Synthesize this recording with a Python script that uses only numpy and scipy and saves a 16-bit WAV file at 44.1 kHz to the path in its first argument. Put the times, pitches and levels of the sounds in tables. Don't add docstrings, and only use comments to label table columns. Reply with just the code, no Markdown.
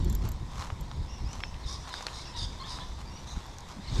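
import sys
import numpy as np
from scipy import signal
from scipy.fft import rfft, irfft, next_fast_len
from scipy.io import wavfile
from scipy.ndimage import uniform_filter1d, map_coordinates

SR = 44100
rng = np.random.default_rng(int(sys.argv[2]) if len(sys.argv) > 2 else 0)


def master(y):
    cut = np.clip(np.atleast_2d(y).T, -1, 1)
    pcm = np.round(cut * 32767)
    wavfile.write(sys.argv[1], SR, pcm.astype(np.int16))


N = 176400


def footsteps():
    # centre in seconds, length in seconds, level in dB.
    strides = [(.255, 0.042, -47), (.61, 0.096, -44.5), (1.35, 0.091, -51), (1.89, 0.02, -44),
               (2.05, 0.22, -51), (2.73, 0.17, -51), (3.01, 0.028, -52), (3.31, 0.27, -56),
               (3.71, 0.067, -54.5), (3.975, 0.072, -47)]
    # frequency in Hz, gain in dB.
    grass = [(200, -30), (600, -6.5), (1050, 3), (1600, -9.5), (3000, -12.5), (5800, -12.5), (8000, -18.5),
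             (9500, -29.5), (11000, -24.5), (15000, -45)]
    grains_per_s, spread_db, floor_db = 2500, 4, -58
    grains = (rng.random(N) < grains_per_s / SR) * rng.choice([-1, 1], N)
    strength = amp(spread_db * np.minimum(rng.exponential(size=N), 4))
    return (swells(strides) + amp(floor_db)) * coloured(grains * strength, grass)


def twig_snaps():
    # start in seconds, gain in dB, crack pitch in Hz, its t60 in seconds, thud pitch in Hz,
    # thud and splinter levels in dB relative to the crack.
    fractures = [(.624, -25, 3700, 0.0031, 1300, 3, -14), (.7025, -33.5, 1900, 0.003, 1110, 15.5, -10),
                 (.9145, -21.5, 3870, 0.0017, 1180, -2, -24), (1.404, -34, 2620, 0.0033, 1200, -11, -2.5),
                 (1.4367, -12.5, 2200, 0.0025, 1710, -35, -23), (1.543, -32, 3050, 0.0031, 1500, -18, -17),
                 (1.875, -33, 2600, 0.0021, 1060, 7, -17), (1.9402, -17.5, 4100, 0.0034, 1490, -1.5, -14.5),
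                 (2.008, -38, 1720, 0.0023, 900, 18, -19), (2.0673, -16, 4360, 0.0073, 1610, -1.5, -16.5),
                 (2.083, -26, 2660, .005, 1200, -15, -10.5), (2.788, -35, 1600, 0.0016, 1044, 13.5, -18)]
    # frequency in Hz, gain in dB.
    splinter_colour = [(500, 9), (1200, 9), (6800, -2), (9000, -1)]
    band_hz = [620, 4800]
    out, t = np.zeros(N), np.arange(SR // 20) / SR
    noise = coloured(rng.standard_normal(N), splinter_colour)
    attack = 1 - np.exp(-t / 0.000077)
    for k, (start, db, hz, t60, thud_hz, thud_db, splinter_db) in enumerate(fractures):
        crack = ring(t, hz, t60) + amp(-15) * ring(t, 1.45 * hz, t60=0.013)
        thud = amp(thud_db) * ring(t, thud_hz, t60=0.0033)
        splinters = amp(splinter_db) * noise[k * len(t):][:len(t)] * np.exp(-t / 0.0048)
        add(out, start, amp(db) * (crack + thud + splinters) * attack)
    return signal.sosfilt(signal.butter(2, band_hz, "bandpass", fs=SR, output="sos"), out)


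def leaf_ticks():
    # start in seconds, level in dB.
    ticks = [(1.331, -37), (2.025, -34), (2.0678, -27.5), (3.585, -38.5), (3.606, -39.5), (3.687, -42)]
    envelope, t = np.zeros(N), np.arange(SR // 50) / SR
    for start, db in ticks:
        add(envelope, start, amp(db) * np.exp(-t / 0.0012))
    return envelope * coloured(rng.standard_normal(N), [(3000, -5), (6200, 10), (15000, -28.5)])


def metal_tag():
    # start in seconds, gain in dB, lean in dB (added to the upper mode, taken off the lower).
    touches = [(0.046, -41, -1), (.0985, -37.5, -4), (.1262, -39, 1), (0.1505, -35.5, -12.5),
               (0.2882, -39.5, 15), (0.3174, -38.5, 4), (0.8087, -43, 0), (3.464, -51, -5)]
    main_hz = [12170, 12880]
    # frequency in Hz, relative level in dB, t60 in seconds.
    side_modes = [(7400, 2, 0.018), (7340, 2, 0.038), (13600, -13, 0.015)]
    # frequency in Hz, gain in dB.
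    tick_colour = [(3000, 0), (7000, 13), (9500, -2), (12500, 12), (15000, -22)]
    scatter_db, main_t60_s = 1.5, .017
    out, t = np.zeros(N), np.arange(SR // 10) / SR
    noise = coloured(rng.standard_normal(N), tick_colour)
    attack = 1 - np.exp(-t / 0.00067)
    for k, (start, db, lean_db) in enumerate(touches):
        modes = sum(amp(level + rng.normal(0, scatter_db)) * ring(t, hz, t60)
                    for hz, level, t60 in side_modes)
        modes += amp(-lean_db) * ring(t, main_hz[0], main_t60_s)
        modes += amp(lean_db) * ring(t, main_hz[1], main_t60_s)
        tick = amp(9.5) * noise[k * len(t):][:len(t)] * np.exp(-t / 0.0022)
        add(out, start, amp(db - 9) * (modes + tick) * attack)
    return out


def parrot_screeches():
    # start and length in seconds, upper voice in Hz, its level in dB, lower voice in Hz,
    # its level in dB, its glide in Hz.
    calls = [(1.655, 0.11, 5260, -41.5, 3810, -53, 187), (1.912, 0.078, 5050, -45, 3690, -49.5, -200),
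             (2.12, .11, 5290, -45.5, 4000, -48.5, 398), (2.355, 0.096, 4985, -38, 3684, -43, -700),
             (2.665, 0.108, 5030, -42, 3790, -51, -150), (3.26, 0.083, 6110, -51.5, 3970, -51, 109),
             (3.928, 0.069, 5100, -47.5, 3550, -46, 107)]
    # frequency in Hz, gain in dB.
    hiss_colour = [(3500, -5), (6700, 6), (7400, -7.5), (8400, 1), (9300, -9), (10200, -9.5), (12000, -25),
                   (15000, -40)]
    attack_s, release_s = .02, .022
    rasp_share, waver_share, rasp_db = .057, .026, 4
    out, t = np.zeros(N), np.arange(SR // 4) / SR
    hiss = amp(-17.5) * coloured(rng.standard_normal(N), hiss_colour)
    for k, (start, length, upper_hz, upper_db, lower_hz, lower_db, glide_hz) in enumerate(calls):
        gate = np.clip(t / attack_s, 0, 1) * np.clip((length - t) / release_s + .5, 0, 1)
        edge = hiss[k * len(t):][:len(t)]
        gliding_hz = lower_hz + glide_hz * (t / length - .5)
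        for hz, db in (upper_hz, upper_db), (gliding_hz, lower_db):
            pitch = hz * (1 + rasp_share * wobble(1100, len(t)) + waver_share * wobble(220, len(t)))
            phase = 2 * np.pi * np.cumsum(pitch) / SR
            voice = np.sin(phase) + amp(-28) * np.sin(2 * phase) + edge
            flutter = amp(rasp_db * np.tanh(wobble(278, len(t))))
            add(out, start, amp(db) * gate * unit(voice * flutter))
    return out


def parrot_whistles():
    # start and length in seconds, first, middle and last pitch in Hz, level in dB,
    # roughness as a share of pitch.
    calls = [(1.065, 0.13, 5150, 5560, 5310, -53.5, .036), (1.24, 0.081, 4500, 5400, 5720, -53.5, 0.022),
             (1.31, 0.045, 5930, 6010, 6100, -53.5, .008), (1.425, 0.035, 5160, 5370, 5200, -46.5, .012),
             (1.465, 0.04, 5600, 6120, 5950, -59, 0.0092), (1.555, 0.11, 4060, 4200, 4250, -61, .006),
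             (1.637, 0.033, 3460, 3800, 4130, -53, 0.021), (2.175, 0.035, 1980, 2180, 2420, -55.5, .015),
             (2.24, .07, 5350, 5370, 5240, -49, 0.036), (3.05, 0.085, 4720, 4640, 4200, -60, .01),
             (2.632, 0.034, 3240, 3450, 3830, -46.5, 0.049), (2.803, 0.0395, 3290, 3470, 3800, -48, 0.021),
             (3.075, 0.145, 5330, 5680, 6080, -56.5, .007), (3.163, 0.02, 5280, 4780, 4200, -52, .012),
             (3.872, 0.03, 4850, 4160, 5030, -44, .014)]
    # multiple of the strongest partial's frequency, relative level in dB.
    partials = [(.5, -9), (1, 0)]
    return gliding_notes(calls, partials)


def water_bird_honks():
    # start and length in seconds, first, middle and last pitch in Hz, level in dB.
    calls = [(1.669, 0.12, 990, 1130, 1063, -50.5), (1.871, 0.093, 1086, 1000, 880, -49),
             (2.339, 0.047, 977, 960, 895, -44.5), (2.598, 0.039, 1045, 1067, 1103, -43.5),
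             (2.669, 0.076, 1082, 999, 1007, -49), (2.747, 0.11, 982, 990, 1010, -51)]
    # harmonic number, relative level in dB.
    harmonics = [(1, -4), (2, -19), (3, -18), (4, -7.5)]
    roughness = .028
    return gliding_notes([(*call, roughness) for call in calls], harmonics)


def gliding_notes(calls, partials):
    rasp_hz, flutter_hz, flutter_db = 550, 184, 3
    out = np.zeros(N)
    for start, length, first_hz, middle_hz, last_hz, db, roughness in calls:
        progress = np.linspace(0, 1, int(length * SR))
        glide = np.polyval(np.polyfit([0, .5, 1], [first_hz, middle_hz, last_hz], 2), progress)
        pitch = glide * (1 + roughness * wobble(rasp_hz, len(progress)))
        phase = 2 * np.pi * np.cumsum(pitch) / SR
        voice = sum(amp(level) * np.sin(k * phase) for k, level in partials)
        flutter = amp(flutter_db * wobble(flutter_hz, len(progress)))
        arch = np.sqrt(np.abs(np.sin(np.pi * progress)))
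        add(out, start, amp(db) * unit(voice * flutter * arch))
    return out


def hand_knocks():
    # centre in seconds, length in seconds, level in dB, pitch in Hz.
    knocks = [(0.063, 0.018, -34, 228), (0.081, 0.033, -42, 337), (0.233, 0.014, -33, 185),
              (0.241, 0.032, -44, 360), (3.786, 0.027, -40, 195), (3.99, 0.026, -38, 280)]
    width_octaves = 0.39
    out = np.zeros(N)
    for centre, length, db, hz in knocks:
        body = filtered(rng.standard_normal(N),
                        lambda f: np.exp(-.5 * (np.log2((f + 1) / hz) / width_octaves) ** 2))
        out += swells([(centre, length, db)]) * evened(body)
    return out


def wind():
    # time in seconds, level in dB.
    strength = [(0, -27), (.28, -31), (.4, -41), (1.8, -41), (1.95, -49), (2.45, -44), (2.8, -41),
                (3.3, -43.5), (3.6, -49.5), (3.85, -45), (4, -27)]
    # centre in seconds, length in seconds, level in dB.
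    buffets = [(.05, 0.11, -26), (.245, 0.02, -27.5), (.43, 0.035, -31.5), (.59, 0.034, -31.5),
               (.73, 0.0082, -28.5), (.82, 0.041, -33.5), (1.0, 0.061, -30), (1.255, 0.068, -31),
               (1.658, 0.021, -31.5), (1.76, 0.036, -43), (2.44, 0.1, -35.5), (3.372, 0.018, -29),
               (3.94, 0.062, -30), (3.995, 0.012, -19.5)]
    # frequency in Hz, gain in dB.
    rumble_colour = [(15, -11), (30, -0.5), (65, 1), (100, -7.5), (160, -10.5), (300, -23.5), (600, -39),
                     (1500, -54), (5000, -120)]
    buffet_colour = [(15, -48), (35, 9), (65, 1.5), (110, -7), (330, -27.5), (1500, -73), (5000, -120)]
    rumble = amp(curve(strength)) * coloured(rng.standard_normal(N), rumble_colour)
    return rumble + swells(buffets) * evened(coloured(rng.standard_normal(N), buffet_colour))


def far_flock():
    # time in seconds, level in dB.
    strength = [(0, -52.5), (.35, -58.5), (.5, -57.5), (1.55, -55.5), (1.85, -50.5), (2.3, -50),
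                (2.55, -53.5), (2.85, -52.5), (3.1, -57.5), (3.5, -54.5), (3.8, -54.5), (4, -42)]
    # frequency in Hz, gain in dB.
    colour = [(1800, -3.5), (2800, -9), (3600, 1.5), (4500, -4), (5400, -4), (6400, -9.5), (8500, -15.5),
              (12000, -39)]
    patch_db = 3
    spectrogram = signal.stft(rng.standard_normal(N), nperseg=512)[2]
    patches = uniform_filter1d(rng.standard_normal(spectrogram.shape), size=4, axis=0)
    patches = unit(uniform_filter1d(patches, size=8, axis=1))
    chatter = signal.istft(spectrogram * amp(patch_db * patches), nperseg=512)[1][:N]
    return amp(curve(strength)) * coloured(chatter, colour)


def tree_echoes(x, echo_db, t60):
    t = np.arange(SR) / SR
    tail = rng.standard_normal(SR) * np.exp(-np.log(1000) * t / t60)
    echoes = signal.fftconvolve(x, tail / np.linalg.norm(tail))[:N]
    return (x + amp(echo_db) * echoes) / np.hypot(1, amp(echo_db))


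def park_hush():
    # frequency in Hz, gain in dB.
    colour = [(60, -3), (393, -14.5), (667, -17.5), (986, -10.5), (1400, -35), (2000, -23), (2700, -35.5),
              (3600, -54), (6400, -38), (9500, -43), (15000, -52)]
    return amp(-49) * coloured(rng.standard_normal(N), colour)


def amp(db):
    return 10 ** (np.asarray(db) / 20)


def unit(x):
    return x / np.sqrt(np.mean(x ** 2) + 1e-20)


def curve(rows):
    return np.interp(np.arange(N) / SR, *np.transpose(rows))


def wobble(rate, size):
    return map_coordinates(rng.standard_normal(8192), [np.arange(size) * rate / SR], mode="wrap")


def filtered(x, response):
    size = next_fast_len(N + SR // 2)
    return irfft(rfft(x, size) * response(np.fft.rfftfreq(size, 1 / SR)), size)[:N]


def coloured(x, points):
    hz, db = np.transpose(points)
    return unit(filtered(x, lambda f: amp(np.interp(np.log(f + 1), np.log(hz), db))))


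def evened(x):
    power = uniform_filter1d(np.abs(signal.hilbert(x)) ** 2, size=1200)
    return unit(x / np.sqrt(np.abs(power)))


def swells(rows):
    t = np.arange(N) / SR
    return np.sqrt(sum(amp(2 * db) * np.exp(-np.minimum((2 * (t - centre) / length) ** 2, 100))
                       for centre, length, db in rows))


def ring(t, hz, t60):
    return np.sin(2 * np.pi * hz * t) * np.exp(-np.log(1000) * t / t60)


def add(track, start, sound):
    part = track[max(round(start * SR), 0):][:len(sound)]
    part += sound[:len(part)]


def scene():
    trees_t60_s = 0.54
    whistles = parrot_whistles()
    screeches = tree_echoes(parrot_screeches(), echo_db=-2, t60=.02)
    birds = tree_echoes(screeches + water_bird_honks(), echo_db=-7, t60=trees_t60_s)
    birds += tree_echoes(whistles, echo_db=-4.5, t60=trees_t60_s)
    background = far_flock() + park_hush()
    walker = footsteps() + twig_snaps() + leaf_ticks() + metal_tag() + hand_knocks()
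    return (walker + birds + wind() + background)[None]


def record(dry):
    cutoff_hz = 15400
    return filtered(dry[0], lambda hz: hz < cutoff_hz)[None]


dry = scene()
out = record(dry)
master(out)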